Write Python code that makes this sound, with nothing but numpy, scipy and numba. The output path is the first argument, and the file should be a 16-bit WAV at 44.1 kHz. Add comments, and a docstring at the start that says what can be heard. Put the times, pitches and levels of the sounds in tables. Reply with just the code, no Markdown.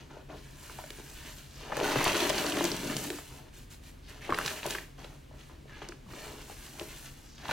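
"""Wringing soapy sponges

Two hands press and wring soapy sponges over a plastic basin in a small room. Swarms of tiny
ringing bubbles make the suds pour, splash, squish through the pores and fizz. Gobs of suds
plop and big foam cells snap. The basin rings faintly over a low room rumble."""
import sys
import numpy as np
from scipy import signal
from scipy.fft import rfft, irfft
from scipy.io import wavfile
from scipy.ndimage import uniform_filter1d
from numba import njit

SR = 44100
rng = np.random.default_rng(int(sys.argv[2]) if len(sys.argv) > 2 else 0)


def waveform_to_disk(signal):
    """Save audio, clipped to [-1, 1], as 16-bit WAV at the path in sys.argv[1]."""
    frames = np.transpose(np.atleast_2d(signal))
    scaled = np.clip(frames, -1, 1) * 32767
    samples = np.round(scaled).astype(np.int16)
    wavfile.write(sys.argv[1], SR, samples)


N = 331632
TOP_HZ, WRING_FALL_S = 15950, .038

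# big gobs of suds landing: start_s, slap_db, slap_hz, air_pocket_db, air_pocket_hz, spatter_ms
GOBS = [(0.105, -41.5, 1126, -43, 280, 50), (0.168, -43, 892, -37.5, 457, 36),
        (0.306, -59.5, 943, -35, 385, 46), (0.6971, -37, 1020, -51, 440, 26),
        (0.7864, -31, 830, -39.5, 606, 41), (0.8384, -37, 1480, -39, 555, 34),
        (.904, -36, 2150, -37.5, 390, 22), (0.983, -46, 800, -40, 370, 32),
        (0.9964, -40, 860, -35.5, 357, 37), (1.698, -34, 745, -31, 603, 58),
        (1.723, -17.5, 840, -41, 450, 17.4), (1.771, -31, 875, -21.5, 473, 23),
        (1.793, -28, 965, -29, 417, 46), (1.809, -24, 865, -18, 407, 34), (1.826, -42, 900, -17, 370, 25),
        (1.842, -29, 1530, -26, 350, 36), (1.875, -40, 900, -23, 410, 21), (1.916, -30, 900, -31, 424, 36),
        (1.9565, -19, 905, -15, 410, 45), (1.960, -36, 1100, -27, 126, 25),
        (2.006, -21.5, 1030, -31, 424, 50), (2.0614, -17.5, 970, -21.5, 370, 79),
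        (2.151, -21.5, 1590, -21, 313, 59), (2.175, -29, 840, -39, 336, 22),
        (2.298, -23, 940, -18, 610, 46), (2.375, -50, 1300, -24.5, 293, 19),
        (2.443, -37, 1230, -20.5, 467, 25), (2.57, -25, 1020, -19, 300, 25),
        (2.591, -27, 1740, -27, 238, 20), (2.608, -24, 920, -23, 336, 32), (2.6405, -26, 880, -19, 336, 51),
        (2.829, -49, 1200, -30, 278, 30), (2.898, -30, 1790, -27, 224, 21),
        (2.949, -50, 1390, -32, 164, 25), (3.103, -35, 1840, -25, 345, 25),
        (3.128, -46, 1110, -34, 345, 25), (3.1853, -36, 1200, -35, 590, 40),
        (4.292, -23, 670, -25, 410, 49), (4.299, -27, 600, -31, 271, 35),
        (4.303, -22.5, 1510, -41, 440, 18), (4.309, -27.5, 675, -32.5, 118, 41),
        (4.3237, -13.5, 1080, -33, 205, 19), (4.3335, -34, 1310, -51, 445, 28),
        (4.343, -24, 1830, -48, 426, 31), (4.376, -25, 1500, -48, 360, 20),
        (4.3867, -16.5, 1410, -26.5, 524, 14), (4.3984, -25, 1070, -46, 430, 41),
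        (4.412, -25.5, 1480, -50, 428, 27), (4.478, -26, 1470, -45, 493, 45),
        (4.508, -30, 1210, -42, 397, 54), (4.656, -25.5, 750, -35, 483, 40),
        (4.668, -38, 910, -24, 368, 30), (4.7499, -23, 1600, -31.5, 363, 34),
        (4.784, -28, 1760, -61, 350, 15), (4.985, -58, 1400, -46, 374, 25),
        (5.044, -46, 1000, -36, 477, 83), (5.31, -53, 750, -45, 543, 72), (5.496, -45, 970, -50, 380, 15.7),
        (5.654, -56, 700, -42.5, 423, 27), (5.695, -42, 1820, -58, 340, 22),
        (5.818, -34, 1160, -31.5, 407, 106), (5.8902, -43, 1320, -32.5, 337, 30),
        (5.922, -32, 1340, -53, 328, 11), (6.061, -49, 700, -36.5, 190, 38),
        (6.087, -47, 910, -37.5, 120, 20), (6.1347, -40.5, 1200, -49, 310, 42),
        (6.44, -62, 900, -42, 245, 25), (6.482, -46, 890, -57, 342, 40), (6.497, -36.5, 840, -52, 345, 39),
        (6.811, -35.5, 1780, -27, 347, 22), (7.454, -31, 1040, -40, 453, 31),
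        (7.4911, -22.5, 910, -43, 506, 45), (7.5099, -23, 1450, -25, 554, 23)]
# a sponge is wrung above the basin: start_s, length_s, rise_s, pour_db, splash_db, squish_db, fizz_db
WRINGS = [(1.769, 1.39, .055, -35.5, -37, -36, -42.5), (4.284, .3, .034, -48.5, -48.5, -47, -49.5),
          (4.626, .16, .018, -48.5, -50, -46, -47.5), (7.465, .3, .036, -46, -43, -40.5, -47)]
# palms press a sponge on the basin floor: start_s, length_s, water_db, air_db
PRESSES = [(-0.05, .09, -55, -56), (0.099, .11, -54, -62), (0.291, .06, -46, -56), (0.356, .06, -61.5, -62),
           (1.599, .12, -58, -58), (3.298, .2, -63, -64), (4.098, .17, -58, -59), (4.984, .095, -54.5, -56),
           (5.094, .07, -57, -65), (5.315, .06, -59, -66), (5.388, .045, -65.5, -54.5),
           (5.501, .05, -57, -62), (5.751, .19, -59, -60.5), (5.679, .15, -65, -62.5),
           (5.819, .035, -51.5, -50.5), (6.1, .33, -53, -56.5), (6.507, .035, -55, -61),
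           (6.727, .15, -55, -59.5)]


def undb(db):
    """Turn decibels into a gain."""
    return 10 ** (np.asarray(db) / 20)


def unit(x):
    """Scale a signal to an average power of 1."""
    return x / np.sqrt(np.mean(x ** 2))


def colour(x, points, size=2048):
    """Shape the tone with an outline of (pitch_hz, level_db) points."""
    hz, db = np.transpose(points)
    freqs = np.maximum(np.arange(size // 2 + 1) * SR / size, 1)
    gains = undb(np.interp(np.log(freqs), np.log(hz), db))
    cepstrum = irfft(np.log(gains))
    cepstrum[1:size // 2] *= 2  # folded so that the filter rings only after a sound
    cepstrum[size // 2 + 1:] = 0
    response = irfft(np.exp(rfft(cepstrum))).reshape((1,) * (x.ndim - 1) + (-1,))
    return signal.oaconvolve(x, response, axes=-1)[..., :x.shape[-1]]


def wander(per_s):
    """A random curve that drifts around 0 with a spread near 1."""
    size = int(SR / per_s)
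    held = np.repeat(rng.standard_normal(1000), size)[:N]
    return unit(uniform_filter1d(held, size))


@njit
def ring(start, hz, ring_s, size, glide, length):
    """Add up tones that each fade 60 dB in ring_s while their pitch rises by the fraction glide."""
    out = np.zeros(length)
    for k in range(len(start)):
        life = ring_s[k] * SR
        first = int(np.ceil(start[k] * SR))
        pole = 2j * np.pi * hz[k] / SR - np.log(1000.) / life
        wave = size[k] * np.exp(pole * (first - start[k] * SR))
        step = np.exp(pole)  # turns and shrinks the wave each sample
        bend = np.exp(2j * np.pi * hz[k] / SR * glide / life)
        for i in range(max(first, 0), min(first + int(life) + 1, length)):
            out[i] += wave.imag
            wave *= step
            step *= bend
    return out


def place(start, hz, ring_s, size, glide, pan_db=3):
    """Ring bubbles around the basin: each reaches left and right with its own delay and level."""
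    across, lean = rng.standard_normal((len(start), 2)).T
    treble_lag_us = 20 * np.clip((hz - 3500) / 3000, 0, 1)  # the treble comes from the right
    lag_s = (treble_lag_us + 12 * across * np.sqrt(10000 / hz)) / 10 ** 6
    return np.array([
        ring(start + side * lag_s / 2, hz, ring_s, size * undb(side * pan_db * lean / 2), float(glide), N)
        for side in (1, -1)])


def strays(level_db, count, above_db, hz, octaves, crowding, scatter_db=4):
    """Chance events (start_s, level_db, pitch_hz) that come thicker and louder with the flow."""
    when, strength, pitch = rng.random((count, 3)).T
    flow_so_far = np.cumsum(undb(crowding * level_db))
    at = np.searchsorted(flow_so_far, (np.arange(count) + when) / count * flow_so_far[-1])
    db = level_db[at] + above_db + scatter_db * (2 * strength - 1)
    return np.column_stack([at / SR, db, hz * 2 ** (octaves * (2 * pitch - 1))])


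def room_tone(level_db=-50.5):
    """The room's steady low rumble, alike on both sides, under a faint wide hiss."""
    # tone of the rumble and hiss: pitch_hz, level_db
    outline = [(12, -68), (25, -1), (31, -13), (39, 4.5), (48, -6), (75, -5), (112, -15), (141, -2),
               (168, -19.5), (260, -14.5), (400, -24.5), (800, -32.5), (3000, -34), (16000, -51)]
    mid, side = rng.standard_normal((2, N))
    side = colour(side, [(40, -21), (150, -15.5), (600, 5.5), (6000, -13.5)])
    return undb(level_db) * unit(colour(np.array([mid + side, mid - side]), outline, size=16384))


def echoes(ring_s, delay_ms, width, outline):
    """The dense, fading echoes of one click, a little different on each side."""
    t = np.arange(SR // 4) / SR
    fade = 1000 ** (-t / ring_s) * np.clip(t * 1000 / delay_ms - 1, 0, 1)
    mid, side = rng.standard_normal((2, len(t))) * fade / np.sqrt(np.sum(fade ** 2))
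    side = width * colour(side, [(100, -16), (300, -21), (600, 12.5), (1200, -15.5), (3000, 1.0)])
    return colour(np.array([mid + side, mid - side]), outline)


def near_walls(x):
    """Echoes off the hands and the basin's sides; their tone keeps shifting as the sponge moves."""
    outline = [(200, -11), (700, -10), (3000, -9.5), (15000, -4.5)]
    hop = SR // 8
    window = np.sin(np.pi * np.arange(2 * hop) / (2 * hop))
    x = np.pad(x, ((0, 0), (hop, 2 * hop)))
    out = np.zeros((2, N + SR))
    for first in range(0, N + hop, hop):
        response = echoes(ring_s=0.022, delay_ms=0.8, width=0.6, outline=outline)
        part = signal.fftconvolve(x[:, first:first + 2 * hop] * window, response, axes=1)
        out[:, first:first + part.shape[1]] += part
    return out[:, hop:hop + N]


def basin(x):
    """The plastic basin and the air in it ring on after every splash."""
    # the basin's own notes: pitch_hz, ring_s, gain_db
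    notes = [(137.5, 0.26, 7), (180.3, 0.76, 5), (292, 0.42, 2.5), (341, 0.17, 0), (419.7, 0.43, 4.5),
             (490, 0.68, -1), (585, 0.1, 0), (628, 0.33, 5.5), (735, 0.33, -27), (876, 0.3, -11),
             (956, 0.51, -4), (1007, 0.14, -4)]
    t = np.arange(SR // 3) / SR
    response = np.zeros(len(t))
    for hz, ring_s, db in notes:
        gain = undb(db) * 2 * np.log(1000) / (ring_s * SR)
        response += gain * 1000 ** (-t / ring_s) * np.cos(2 * np.pi * hz * t)
    return signal.oaconvolve(x.mean(axis=0), response)[:N]


def pings(splash_db, squish_db, cycles=20):
    """Now and then a larger bubble rings out clearly, rising in pitch."""
    low = strays(splash_db, count=45, above_db=5, hz=1600, octaves=.5, crowding=.6)
    high = strays(squish_db, count=70, above_db=5, hz=3400, octaves=.6, crowding=.5)
    start, db, hz = np.vstack([low, high]).T
    return place(start, hz, cycles / hz, undb(db), glide=.14)


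def squelches(count=400, octaves=0.22, cycles=11, spread_db=2):
    """Suds forced through a narrowing gap: a burst of like-sized bubbles whose pitch slides."""
    # squirts between fingers and sponge: start_s, length_s, level_db, from_hz, to_hz
    squirts = [(0.334, 0.089, -65, 3710, 4730), (0.624, 0.22, -62, 2220, 3150),
               (1.183, 0.15, -58.5, 1900, 2600), (1.481, 0.23, -58.5, 6840, 3400),
               (1.83, 0.14, -45, 1500, 1830), (1.968, .13, -38, 1900, 3100), (2.886, 0.07, -45, 1640, 2060),
               (3.265, 0.16, -63, 1310, 700), (4.022, 0.13, -62.5, 4350, 3830),
               (4.204, 0.1, -50.5, 2290, 2850), (5.688, 0.13, -56.5, 1630, 2440),
               (6.15, 0.26, -59.5, 780, 1090), (6.853, 0.12, -58.5, 2300, 3150),
               (7.2, 0.27, -62.5, 7020, 4260)]
    out = np.zeros((2, N))
    for start, length, db, from_hz, to_hz in squirts:
        along = rng.random(count)
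        pitch, strength = rng.standard_normal((2, count))
        hz = from_hz * (to_hz / from_hz) ** along * 2 ** (octaves * pitch)
        size = np.sin(np.pi * along) ** .5 * undb(spread_db * strength)
        burst = place(start + along * length, hz, cycles / hz, size, glide=0)
        out += undb(db) * unit(burst) * np.sqrt(length * SR / N)
    return out


def crackle(level_db, count, above_db, hz, octaves, scatter_ms, width):
    """Rows of small foam cells for snaps(); they pop thickly while the sponge is wrung hard."""
    cells = strays(level_db, count, above_db, hz, octaves, crowding=.55)
    return np.column_stack([cells, np.tile([scatter_ms, width], (count, 1))])


def snaps(small_cells, count=9, cycles=4.8):
    """A foam cell tears in a quick run of ticks: a narrow pitch range squeaks, a wide one clicks."""
    # big foam cells bursting: start_s, level_db, pitch_hz, scatter_ms, width_octaves
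    big_cells = [(.9041, -30, 3250, 0.53, 0.69), (.9045, -27, 9500, 0.18, 0.55),
                 (1.7687, -22.5, 3150, 0.67, 0.93), (1.769, -18.5, 11000, 0.35, .5),
                 (1.801, -20.5, 2700, 0.65, 0.36), (1.8435, -21, 8500, 0.42, 0.64),
                 (1.9223, -35, 3190, 0.6, .6), (2.0423, -7.5, 12100, 0.28, 0.22),
                 (2.052, -13.5, 4370, 1.6, 0.19), (2.0785, -14, 4070, 1.03, .55),
                 (2.1194, -17, 4830, 0.55, 0.39), (2.168, -16, 6440, 0.56, .5),
                 (2.177, -17, 6950, 0.58, .7), (2.2045, -13, 4380, 2, 0.38), (2.294, -10.5, 6200, 1.8, .25),
                 (2.2985, -13.5, 4500, 0.43, .9), (2.304, -18, 4000, 0.91, 0.61),
                 (2.331, -24, 7500, .4, .6), (2.3808, -14, 4500, 1.56, 0.22), (2.3973, -22, 4300, 0.73, .2),
                 (2.421, -20, 9500, 0.38, .5), (2.4655, -18.5, 4900, 0.78, 0.32),
                 (2.522, -19.5, 3100, 1.2, 0.19), (2.5694, -19, 3100, 0.9, .4),
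                 (2.6417, -9, 10100, .43, .6), (2.652, -12.5, 5800, 0.68, .55),
                 (2.717, -16.5, 5440, 0.56, .2), (2.7657, -20, 9440, 0.26, .56),
                 (2.885, -31, 4100, 0.53, 0.66), (2.9668, -19.5, 3850, 0.51, .12),
                 (2.967, -14, 7600, 0.48, .3), (3.040, -21, 8000, 0.41, .3), (3.0667, -29, 3200, 0.36, .5),
                 (3.1025, -18.5, 4500, 0.71, 1), (4.387, -18, 11100, 0.26, 0.43),
                 (4.4616, -13, 3900, 0.33, 0.79), (4.479, -16.5, 4420, 1.57, .6),
                 (4.631, -22, 2950, 0.76, 0.32), (4.664, -17, 8800, .8, 1),
                 (4.707, -14.5, 5340, 0.75, 0.46), (5.0443, -30.5, 3620, 1.2, 0.63),
                 (5.888, -25, 6000, 0.26, 0.33), (6.7969, -22.5, 4180, .37, 0.19),
                 (7.3815, -36.5, 3930, 0.55, 0.65), (7.4835, -25, 3590, 0.43, 0.81),
                 (7.5107, -18, 4300, .56, 0.9)]
    cells = np.vstack([big_cells, *small_cells])
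    start, db, hz, scatter_ms, octaves = np.repeat(cells, count, axis=0).T
    jitter, pitch, sign = rng.random((len(start), 3)).T
    turn = (np.arange(len(start)) % count + jitter) / count
    delay_s = scatter_ms / 1000 * (2 * turn) ** 2  # the first ticks come fast, the last ones lag
    hz = np.minimum(hz * 2 ** (octaves * (2 * pitch - 1)), TOP_HZ)
    size = np.sign(sign - .5) * undb(db - 3) * (1 - turn / 2)
    return place(start + delay_s, hz, cycles / hz, size, glide=0)


def droplets(count=7, cycles=9, spread_db=3):
    """Each big gob sheds drops that land just before and after it, each ringing a tiny bubble."""
    start, db, slap_hz, _, _, spatter_ms = np.repeat(GOBS, count, axis=0).T
    delay_s = (rng.random(len(start)) - .25) * spatter_ms / 1000
    pitch, strength = rng.standard_normal((len(start), 2)).T
    hz = slap_hz * 2 ** (0.42 + .5 * pitch)
    return place(start + delay_s, hz, cycles / hz, undb(db - 13 + spread_db * strength), glide=0.24)


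def plop(hz, ring_ms, spray_db, spray_ms):
    """One wet hit: a tone drops quickly onto its pitch amid ragged spray; the basin floor thuds."""
    t = np.arange(SR // 12) / SR
    thud = undb(-23) * np.sin(2 * np.pi * 118 * t) * 1000 ** (-t / 0.0099)
    cycles = hz * t
    phase = cycles + 0.37 * (1 - np.exp(-cycles / 0.5))
    tone = np.sin(2 * np.pi * phase) * 1000 ** (-t * 1000 / ring_ms)
    noise, lumps = rng.standard_normal((2, len(t)))
    ragged = noise * undb(4 * unit(uniform_filter1d(lumps, size=90)))
    outline = [(hz / 4, -12), (hz, 0), (hz * 1.9, -7), (hz * 4, -21), (hz * 9, -45)]
    spray = unit(colour(ragged, outline)) * 1000 ** (-t * 1000 / spray_ms)
    rise = 1 - np.exp(-cycles)
    return rise * (tone + undb(spray_db) * spray) + thud


def falling_gobs(splash_db, note_hz, slap_ms=12.4, pocket_cycles=10.3, pocket_delay_s=0.002):
    """Each gob lands with a rough slap, then its trapped air rings; small gobs fall at random."""
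    chance = strays(splash_db, count=30, above_db=2, hz=1300, octaves=.6, crowding=.35, scatter_db=3)
    small_gobs = [(s, db, hz, db + 7.5, note_hz[int(s * SR)], slap_ms) for s, db, hz in chance]
    out = np.zeros(N + SR)
    for start, slap_db, slap_hz, pocket_db, pocket_hz, spatter_ms in GOBS + small_gobs:
        pocket_ms = 1000 * pocket_cycles / pocket_hz  # a large, low air pocket rings longest
        slap = undb(slap_db) * plop(slap_hz, slap_ms, spray_db=-8, spray_ms=spatter_ms)
        pocket = undb(pocket_db) * plop(pocket_hz, pocket_ms, spray_db=-12.5, spray_ms=pocket_ms)
        for at_s, sound in ((start, slap), (start + pocket_delay_s, pocket)):
            first = int(at_s * SR)
            out[first:first + len(sound)] += sound
    return undb(2.5) * out[:N]


def stroke(start, length, rise_s, fall_s):
    """The pressure of one hand movement: it builds, holds and lets go."""
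    t = np.arange(N) / SR - start
    return (1 + np.tanh(t / rise_s / 2)) * (1 + np.tanh((length - t) / fall_s / 2)) / 4


def handwork(spurt_db=1.35):
    """The hands drive four level curves in dB, always in the order pour, splash, squish, fizz."""
    # a released sponge swells and sucks air through wet pores: start_s, length_s, wet_db, fizz_db
    refills = [(.33, .3, -61, -63), (.59, .83, -57.5, -57), (1.4, .35, -63, -66), (2.96, .21, -50, -48),
               (3.1, .29, -57.5, -57), (4.76, .08, -56, -59), (4.99, .2, -66, -65.5),
               (5.37, .12, -65.5, -66.5), (6.11, .34, -56.5, -56), (6.45, .65, -57.5, -56),
               (7.1, .15, -64, -62)]
    # fingers shift their grip and dent the sponge: start_s, length_s, wet_db, fizz_db
    grips = [(1.16, .12, -57, -59.5), (1.26, .04, -51, -54), (1.365, .035, -58, -56),
             (3.53, .11, -60, -55.5), (3.705, .045, -57, -50.5), (3.83, .075, -60, -56),
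             (4.085, .03, -49, -50), (4.12, .14, -62.5, -62.5), (4.21, .08, -55, -56),
             (4.45, .075, -43.5, -42.5), (4.56, .09, -48.5, -49.5), (4.695, .04, -42, -43),
             (6.655, 0.03, -51, -53), (6.895, .05, -51, -52.5), (7.055, .04, -52, -54),
             (7.24, .04, -62, -64), (7.385, .06, -56, -60)]
    rest_db = (-78, -83, -79, -81)  # suds left to themselves
    lags = (0.001, 0.1, 0.8, 1.199)  # in rise times: water comes first, foam last
    length_shares = (.99, 0.98, .91, 0.94)  # water trickles on after the pores fall silent
    drains_db = (4.5, 9.5, 8, 4.3)  # loss after one second of wringing
    t = np.arange(N) / SR
    power = np.outer(undb(rest_db) ** 2, np.ones(N))
    for start, length, rise_s, *levels in WRINGS:
        drained = np.maximum(t - start, 0) ** 1.7
        for k, (db, lag, share, drain_db) in enumerate(zip(levels, lags, length_shares, drains_db)):
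            late = lag * rise_s
            pressure = stroke(start + late, share * length - late, rise_s, WRING_FALL_S)
            power[k] += (undb(db - drain_db * drained) * pressure) ** 2
    for start, length, water_db, air_db in PRESSES:
        gains = undb([water_db, water_db - 3, air_db - .5, air_db - 15.5])
        power += np.outer(gains, stroke(start, length, rise_s=.004, fall_s=0.01965)) ** 2
    for start, length, wet_db, fizz_db in refills:
        gains = undb([wet_db - 6.5, wet_db - 6.5, wet_db - .5, fizz_db + .5])
        power += np.outer(gains, stroke(start, length, rise_s=.026, fall_s=.035)) ** 2
    for start, length, wet_db, fizz_db in grips:
        gains = undb([wet_db - 11, wet_db - 10, wet_db - .5, fizz_db - 4])
        power += np.outer(gains, stroke(start, length, rise_s=0.0049, fall_s=.012)) ** 2
    return 10 * np.log10(power) + spurt_db * wander(per_s=30)  # the flow is never even


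def hollow_note(rest_hz=358., gush_hz=426, sag_hz_per_s=180):
    """The pitch of the pouring water: high as a gush starts, sinking as the stream thins."""
    t = np.arange(N) / SR
    hz = np.full(N, rest_hz)
    for start, length, rise_s, *_ in WRINGS:
        pouring = stroke(start - 2 * rise_s, length, rise_s / 2, WRING_FALL_S)
        hz += pouring * (gush_hz - sag_hz_per_s * (t - start) - hz)
    return hz


def squish_note(soaked_hz=2370, empty_hz=3450, emptying_s=0.75):
    """The pitch of the squish climbs as each squeeze empties the pores."""
    t = np.arange(N) / SR
    starts = np.sort([0] + [row[0] for row in WRINGS + PRESSES])
    since_squeeze_s = t - starts[np.searchsorted(starts, t, side="right") - 1]
    return empty_hz + (soaked_hz - empty_hz) * np.exp(-since_squeeze_s / emptying_s)


def pore_drift(hz, octaves=0.52):
    """Air whistles through pores that keep changing size, so its pitch wanders."""
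    return hz * 2 ** (octaves * wander(per_s=4.9))


def gurgle(note_hz, boost_db, octaves):
    """The flow traps air pockets of about one size, so bubbles near that note are stronger."""
    def gain(start, hz):
        distance = np.log2(hz / note_hz[(start * SR).astype(int)]) / octaves
        return undb(boost_db * np.exp(-distance ** 2))
    return gain


def bubbles(level_db, outline, count, cycles, spread_db, crowding, glide, favour=None):
    """A swarm of ringing bubbles; a stronger flow makes more of them, and louder ones."""
    when, pitch, damping, sign = rng.random((count, 4)).T
    strength = np.minimum(rng.standard_normal(count), 2.3)
    density = undb(crowding * level_db)
    start = np.searchsorted(np.cumsum(density), when * density.sum()) / SR
    low_hz, high_hz = outline[0][0], outline[-1][0]
    hz = low_hz * (min(high_hz, TOP_HZ) / low_hz) ** pitch
    size = np.sign(sign - .5) * hz * undb(spread_db * strength)  # equal power per Hz before shaping
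    if favour:
        size *= favour(start, hz)
    ring_s = cycles * 2 ** (2 * damping - 1) / hz
    swarm = place(start, hz, ring_s, size, glide)
    shaped = colour(swarm, [(low_hz / 2, -50), *outline, (high_hz * 2, -50)])
    return unit(shaped / np.sqrt(density)) * undb(level_db)


def suds(levels, note_hz):
    """Water drums on the basin, splashes, squeezes through pores and leaves fizzing foam."""
    # tone of each kind of bubble: pitch_hz, level_db
    pour_tone = [(65, -11), (120, -4.5), (170, -4.5), (230, 1), (300, 2), (380, 2), (500, -1.5), (610, -1),
                 (850, -32.5)]
    splash_tone = [(480, -23), (720, -3), (950, -3), (1200, -8.5), (1600, -8.5), (2300, -24)]
    squish_tone = [(1150, -5), (1700, 0.5), (2100, -2), (2900, 1.5), (3600, -3.5), (4300, -1.5), (5200, -9),
                   (6200, -3), (7500, -13.5)]
    fizz_tone = [(3500, -6), (6000, -1.5), (7500, 0.5), (9300, -2), (11500, -0.5), (13500, -2),
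                 (16000, -2.5)]
    pour_db, splash_db, squish_db, fizz_db = levels
    pour = bubbles(pour_db, pour_tone, count=8000, cycles=6.5, spread_db=1.7, crowding=.25,
                   glide=0.2, favour=gurgle(note_hz, boost_db=5.5, octaves=0.52))
    splash = bubbles(splash_db, splash_tone, count=7000, cycles=5.7, spread_db=1.5, crowding=.08,
                     glide=0.18)
    squeeze = gurgle(pore_drift(squish_note()), boost_db=3.5, octaves=0.3)
    suck = gurgle(pore_drift(hz=4830), boost_db=4, octaves=0.2)
    squish = bubbles(squish_db, squish_tone, count=24000, cycles=4.2, spread_db=2.0, crowding=.02,
                     glide=0.028, favour=squeeze)
    fizz = bubbles(fizz_db, fizz_tone, count=60000, cycles=2.4, spread_db=3.0, crowding=.01,
                   glide=.05, favour=suck)
    return undb(-2.5) * pour + undb(-0.9) * splash + undb(1.47) * squish + undb(0.5) * fizz


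def scene():
    """Mix the suds, the basin's close walls and the room behind."""
    levels, note_hz = handwork(), hollow_note()
    _, splash_db, squish_db, fizz_db = levels
    pops = crackle(squish_db, count=70, above_db=11.5, hz=4400, octaves=1, scatter_ms=.9, width=.25)
    ticks = crackle(fizz_db, count=60, above_db=19, hz=9500, octaves=.6, scatter_ms=.2, width=.5)
    water = suds(levels, note_hz) + falling_gobs(splash_db, note_hz) + droplets()
    water += snaps([pops, ticks]) + squelches() + pings(splash_db, squish_db)
    room = echoes(ring_s=0.35, delay_ms=12.2, width=0.63,
                  outline=[(200, -7.0), (1000, -12.5), (5000, -11.5), (15000, -7)])
    room_echo = signal.oaconvolve(water, room, axes=1)[:, :N]
    mix = water + near_walls(water) + room_echo + undb(2.5) * basin(water) + room_tone()
    lean = colour(mix, [(50, -28), (130, -26), (280, -20), (480, -16), (1100, -15),
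                        (4000, -39), (9000, -49)])
    return mix + np.array([[1], [-1]]) * lean  # the low splashing leans to the left


def record(dry):
    """The phone cuts off the highest treble."""
    return signal.sosfilt(signal.ellip(10, .2, 70, TOP_HZ, fs=SR, output="sos"), dry)


dry = scene()
out = record(dry)
waveform_to_disk(out)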